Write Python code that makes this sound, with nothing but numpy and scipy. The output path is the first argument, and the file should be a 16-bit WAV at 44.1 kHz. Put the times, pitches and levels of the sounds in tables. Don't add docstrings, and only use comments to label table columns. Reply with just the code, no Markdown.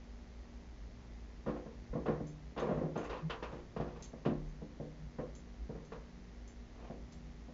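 import sys
import numpy as np
from scipy import signal
from scipy.fft import rfft, irfft, next_fast_len
from scipy.io import wavfile
from scipy.ndimage import uniform_filter1d

SR = 44100
rng = np.random.default_rng(int(sys.argv[2]) if len(sys.argv) > 2 else 0)


def int16_out(signal):
    q = np.round(np.clip(np.atleast_2d(signal).T, -1, 1) * 32767)
    wavfile.write(sys.argv[1], SR, q.astype(np.int16))


N = 332204
RING_TIME = np.arange(SR) / SR


def amp(db):
    return 10 ** (np.asarray(db) / 20)


def unit(x):
    return x / np.sqrt(np.mean(x ** 2))


def between(ends, share):
    return ends[0] + share * (ends[1] - ends[0])


def add(out, start_s, x):
    i = max(int(start_s * SR), 0)
    out[i:i + len(x)] += x[:max(len(out) - i, 0)]


def colour(x, curve):
    hz, db = np.transpose(curve)
    size = next_fast_len(len(x))
    bin_hz = np.maximum(np.arange(size // 2 + 1) * SR / size, 1)
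    eq = amp(np.interp(np.log(bin_hz), np.log(hz), db))
    return unit(irfft(rfft(x, size) * eq, size)[:len(x)])


def wander(rate_hz):
    hold = int(SR / rate_hz)
    steps = np.repeat(rng.standard_normal(N // hold + 1), hold)
    return unit(uniform_filter1d(uniform_filter1d(steps, hold), hold)[:N])


def fade(t60):
    return np.exp(-np.log(1000) * RING_TIME / t60)


def modes(table):
    return np.array([amp(db) * fade(t60) * np.sin(2 * np.pi * hz * RING_TIME) for hz, db, t60 in table])


def swell(length_s):
    return np.hanning(int(length_s * SR))


def resonate(x, hz, q, db):
    return x + amp(db) * signal.lfilter(*signal.iirpeak(hz, q, fs=SR), x)


# (frequency [Hz], relative level [dB])
AIR_EQ = [(12, -32.5), (20, -5), (36, -0.5), (59, 4), (102, -11.5), (184, -10.5), (236, -12.5),
          (288, -10.5), (406, -19), (460, -16.5), (589, -18), (1470, -30), (1970, -28), (2720, -32.5),
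          (6450, -35), (7300, -43.5), (9490, -77), (16100, -120)]


def room_tone(level_db=-54.5, flutter_db=-0.1):
    air = colour(rng.standard_normal(N), AIR_EQ)
    return air * amp(level_db + flutter_db * wander(2.1))


# (frequency [Hz], relative level [dB])
BUZZ_EQ = [(300, -22), (600, -3.5), (1200, -0.5), (1600, -2), (2050, 1.5), (2400, -8), (4000, -15),
           (7000, -21)]


def microphone_buzz(pitch_hz=94.4, level_db=-73):
    cycles = np.cumsum(pitch_hz * (1 + .001 * wander(4))) / SR
    ticks = np.diff(np.floor(cycles), prepend=0)
    return amp(level_db) * colour(ticks - ticks.mean(), BUZZ_EQ)


# (frequency [Hz], level [dB], wobble depth [ratio])
HUM_TONES = [(37, -80.5, 0.35), (53.05, -57, 0.2), (58.2, -58.5, 1), (85.4, -76, 0.17), (114.9, -67, 0.86),
             (182.2, -68, 0.17), (237.9, -62, 0.15), (355.5, -77.5, 0.2), (401, -72, 0.092)]


def machine_hum(drift_hz=0.585):
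    out = np.zeros(N)
    for hz, db, wobble in HUM_TONES:
        phase = 2 * np.pi * np.cumsum(hz + drift_hz * wander(3.062)) / SR
        tone = (1 + wobble * wander(11)) * np.sin(phase)
        smear = wobble * wander(12) * np.cos(phase)
        out += amp(db) * unit(tone + smear)
    return out


# (time [s], length [s], pitch [Hz], peak level [dB])
# The 58 Hz cue is a brief swell of the machine hum; in the others the door gives under the dog's weight.
LOW_SWELLS = [(1.89, 0.058, 45, -40), (2.88, 0.11, 148.7, -48.5), (3.212, 0.094, 154, -36),
              (4.28, 0.34, 37.8, -45.5), (4.94, 0.19, 150.6, -48.5), (5.571, .13, 58, -43.5),
              (6.05, 0.34, 178.2, -57), (6.95, 0.56, 157.4, -57.5)]


def low_swells(waver=0.024):
    out, drift = np.zeros(N), wander(30)
    for start_s, length_s, hz, db in LOW_SWELLS:
        envelope = swell(length_s)
        pitch = hz * (1 + waver * drift[int(start_s * SR):][:len(envelope)])
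        tone = np.sqrt(2) * np.sin(2 * np.pi * np.cumsum(pitch) / SR)
        add(out, start_s, amp(db) * envelope * tone)
    return out


# (time [s], length [s], peak level [dB])
FUR_RUBS = [(2.55, 0.35, -52), (2.939, 0.14, -46.5), (3.05, 0.15, -49.5), (3.396, 0.32, -55.5),
            (3.894, 0.22, -59.5), (6.71, 0.28, -57)]
# (frequency [Hz], relative level [dB])
FUR_EQ = [(150, -31), (400, 12.5), (800, 6), (1200, 1), (1800, -10), (2300, -7.5), (2650, -8.5),
          (3300, -14), (5000, -24.5), (7000, -27.5)]


def fur_rubs(grain_db=2.5):
    pressure = np.zeros(N)
    for start_s, length_s, db in FUR_RUBS:
        add(pressure, start_s, amp(db) * swell(length_s))
    grain = amp(grain_db * wander(250))
    return pressure * colour(rng.standard_normal(N) * grain, FUR_EQ)


# (frequency [Hz], relative level [dB], t60 [s])
TAG_MODES = [(6280, -3, .11), (6376, 0, .13), (7100, 8, .13)]
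# (time [s], level before the tags' gain [dB], scrape trim [dB])
TAG_CLINKS = [(2.27, -57, -4), (2.597, -55, -2.5), (2.976, -55, -8), (3.041, -60.5, 3),
              (4.024, -47.5, -1.5), (4.041, -49, -5), (4.488, -65, -9), (5.351, -54.5, -3), (5.85, -64, -1),
              (6.477, -56.5, -6), (7.123, -62, 7)]


def collar_tags(gain_db=-8, small_tag_db=-14, room_db=-3, room_t60=.18, scrape_t60=.22, low_cut_hz=2400):
    out, partials = np.zeros(N), modes(TAG_MODES)
    attack = slice(SR // 100)
    low_cut = signal.butter(2, low_cut_hz, "highpass", fs=SR, output="sos")
    direct = partials[0] + partials[1] + amp(small_tag_db) * partials[2]
    for start_s, db, scrape_db in TAG_CLINKS:
        echoes = rng.standard_normal(SR) * fade(room_t60)
        reverb = signal.fftconvolve(direct, echoes / np.linalg.norm(echoes))[:SR]
        ring = direct + amp(room_db) * reverb
        scrape = 2 * signal.sosfilt(low_cut, rng.standard_normal(SR) * fade(scrape_t60))
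        clink = ring / np.std(ring[attack]) + amp(scrape_db) * scrape
        add(out, start_s, amp(db + gain_db) * clink)
    return out


def hits(cues, thud_range_db, return_s, rebound_db, rebound_hardness, cushion_s):
    contact_range_s = (0.0024, 0.0022)
    for start_s, db, hardness, spot_hz in cues:
        thud_db = between(thud_range_db, hardness)
        yield start_s, db, hardness, spot_hz, thud_db, between(contact_range_s, hardness)
        yield start_s + return_s, db + rebound_db, rebound_hardness * hardness, spot_hz, thud_db, cushion_s


# (time [s], level before band trims [dB], hardness [0-1], pitch the spot favours [Hz])
FRAME_BUMPS = [(1.461, -35, 0.53, 570), (1.479, -33, 0.49, 290), (1.558, -42, 0.53, 750),
               (1.66, -44, 0.34, 482), (1.929, -38.5, 0.44, 500), (1.951, -33.5, 0.19, 1040),
               (2.079, -29, 0.42, 295), (2.2, -38, .03, 333), (2.562, -40.5, 0.65, 770),
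               (2.665, -39, 0.5, 440), (2.686, -34, .45, 620), (2.709, -30, 0.3, 720),
               (2.772, -35, 0.44, 620), (2.81, -33.5, 0.26, 490), (2.831, -37, 0.1, 555),
               (2.955, -33.5, 0.61, 890), (3.528, -41.5, 0.57, 350), (3.762, -35, 0.61, 655),
               (3.799, -32.5, 0.54, 690), (3.958, -48, 0.71, 410), (4.131, -44.5, 0.25, 560),
               (4.259, -27, 0.26, 700), (4.275, -38, .05, 360), (4.616, -44, 0, 350), (4.798, -40, 0, 517),
               (5.184, -35.5, 0.4, 516), (5.692, -40, .15, 445), (5.75, -44.5, .3, 447),
               (6.899, -42, 0.17, 610), (7.482, -50.5, .03, 605)]


def frame_bumps():
    return hits(FRAME_BUMPS, thud_range_db=(3, -4.5), return_s=.044,
                rebound_db=-10, rebound_hardness=0.62, cushion_s=0.0071)


# (time [s], level before band trims [dB], hardness [0-1], pitch the spot favours [Hz])
FLAP_CLACKS = [(1.497, -41, .45, 500), (2.057, -32, 0.59, 540), (2.106, -36.5, 0.45, 720),
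               (2.574, -36, 0.82, 3640), (2.597, -37.5, 0.75, 3600), (2.617, -30, .53, 1110),
               (2.975, -36.5, .55, 340), (3.043, -42, .8, 2600), (3.095, -40, 0.89, 950),
               (3.125, -41, 0.83, 2630), (3.164, -41, 0.76, 900), (3.297, -37.5, 1, 3100),
               (3.424, -36.5, 0.82, 2600), (3.876, -49.5, 0.74, 750), (4.25, -38.5, 0.87, 2630),
               (5.918, -40.5, 0.7, 450)]


def flap_clacks():
    return hits(FLAP_CLACKS, thud_range_db=(-10.5, -9.5), return_s=.02,
                rebound_db=-5, rebound_hardness=0.76, cushion_s=0.011)


# (frequency [Hz], relative level [dB], t60 [s])
DOOR_MODES = [(151.4, -3, 1), (167.5, 4, 0.22), (190, -13, 0.99), (219.1, 4, 0.22), (250.2, -3, 0.31),
              (292.7, -2.5, 0.43), (354.8, -0.5, 0.38), (395, -10.5, 0.54), (448.3, 4, 0.25),
              (491.2, 1.5, .26), (519, -1.5, 0.11), (548.5, -4.5, 0.2), (600, -2, 0.22), (649, -7.5, 0.32),
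              (684, -0.5, 0.15), (748.5, -2, 0.14), (817.5, -8, .2), (932, -15.5, 0.18), (995, -12, 0.26),
              (1068, -8, 0.22), (1150, -13, .2), (1200, -10.5, 0.22), (1403, -9, 0.15), (1450, -29.5, 0.23),
              (1824, -15.5, 0.15), (2435, -25, 0.21), (2550, -28.5, .25), (2670, -21, 0.23),
              (2880, -26, 0.18), (3120, -20.5, 0.092), (3500, -25, 0.12)]
# (frequency [Hz], relative level [dB])
CLATTER_EQ = [(100, 0), (170, -7.5), (320, -4.5), (500, 5), (720, -7), (880, -7.5), (1100, -6.5),
              (1350, -12.5), (1800, -15.5), (2200, -22), (2800, -22), (4000, -28), (5500, -35), (7000, -40)]
# (low edge [Hz], high edge [Hz])
KNOCK_BANDS = [(110, 300), (300, 900), (900, 2200), (2200, 7000)]
# (trim [dB], clatter t60 [s], clatter send [dB], crack against reflections [dB])
BAND_MIX = [(-5, .27, -1, 4), (-5, 0.38, -4.5, 6.5), (-5, 0.34, -1, 5), (-6, 0.2, 5, -4.5)]


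def door_knocks(blows, crack_s=0.0071, build_s=.006, scatter_db=2, spot_db=5, spot_octaves=0.2,
                flip_chance=.25, plastic_range_db=(-19.5, 2), click_range_db=(-47.5, -2)):
    out, partials = np.zeros(N), modes(DOOR_MODES)
    attack = slice(SR // 40)
    mode_hz = np.array(DOOR_MODES)[:, 0]
    filters = [signal.butter(3, band, "bandpass", fs=SR, output="sos") for band in KNOCK_BANDS]
    crack = np.exp(-RING_TIME / crack_s)
    reflections = 1 - np.exp(-RING_TIME / build_s)
    tails = [amp(send_db) * (amp(crack_db) * crack + reflections) * fade(t60)
             for _, t60, send_db, crack_db in BAND_MIX]
    clatter_bed = colour(rng.standard_normal(N), CLATTER_EQ)
    clatter_bed = unit(resonate(clatter_bed, hz=490, q=5, db=-1))
    chatter_lag = 1 - .4 * np.exp(-RING_TIME / .006)
    for start_s, db, hardness, spot_hz, thud_db, contact_s in blows:
        favour_db = spot_db * np.exp(-(np.log2(mode_hz / spot_hz) / spot_octaves) ** 2)
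        polarity = np.sign(rng.random(len(partials)) - flip_chance)
        mode_gains = amp(favour_db + scatter_db * rng.standard_normal(len(partials)))
        ring = (polarity * mode_gains) @ partials
        ring /= np.std(ring[attack])
        clatter = clatter_bed[rng.integers(N - SR):][:SR]
        clatter = resonate(clatter, hz=spot_hz, q=7, db=-1)
        rise = 1 - np.exp(-RING_TIME / max(contact_s, 1 / SR))
        layers = ((thud_db, rise), (0, rise),
                  (between(plastic_range_db, hardness), rise * chatter_lag),
                  (between(click_range_db, hardness), rise * chatter_lag))
        for bandpass, tail, (trim_db, *_), (layer_db, onset) in zip(filters, tails, BAND_MIX, layers):
            band = signal.sosfilt(bandpass, ring + clatter * tail)
            gain = amp(db + layer_db + trim_db) / np.std(band[attack])
            add(out, start_s, gain * onset * band)
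    return out


def scene():
    door = door_knocks([*frame_bumps(), *flap_clacks()])
    swells = low_swells()
    dog = fur_rubs() + collar_tags()
    bed = machine_hum() + room_tone() + microphone_buzz()
    return (door + swells + dog + bed)[None]


def record(dry):
    high_cut = signal.ellip(10, .2, 70, 7350, fs=SR, output="sos")
    return signal.sosfilt(high_cut, dry)


dry = scene()
out = record(dry)
int16_out(out)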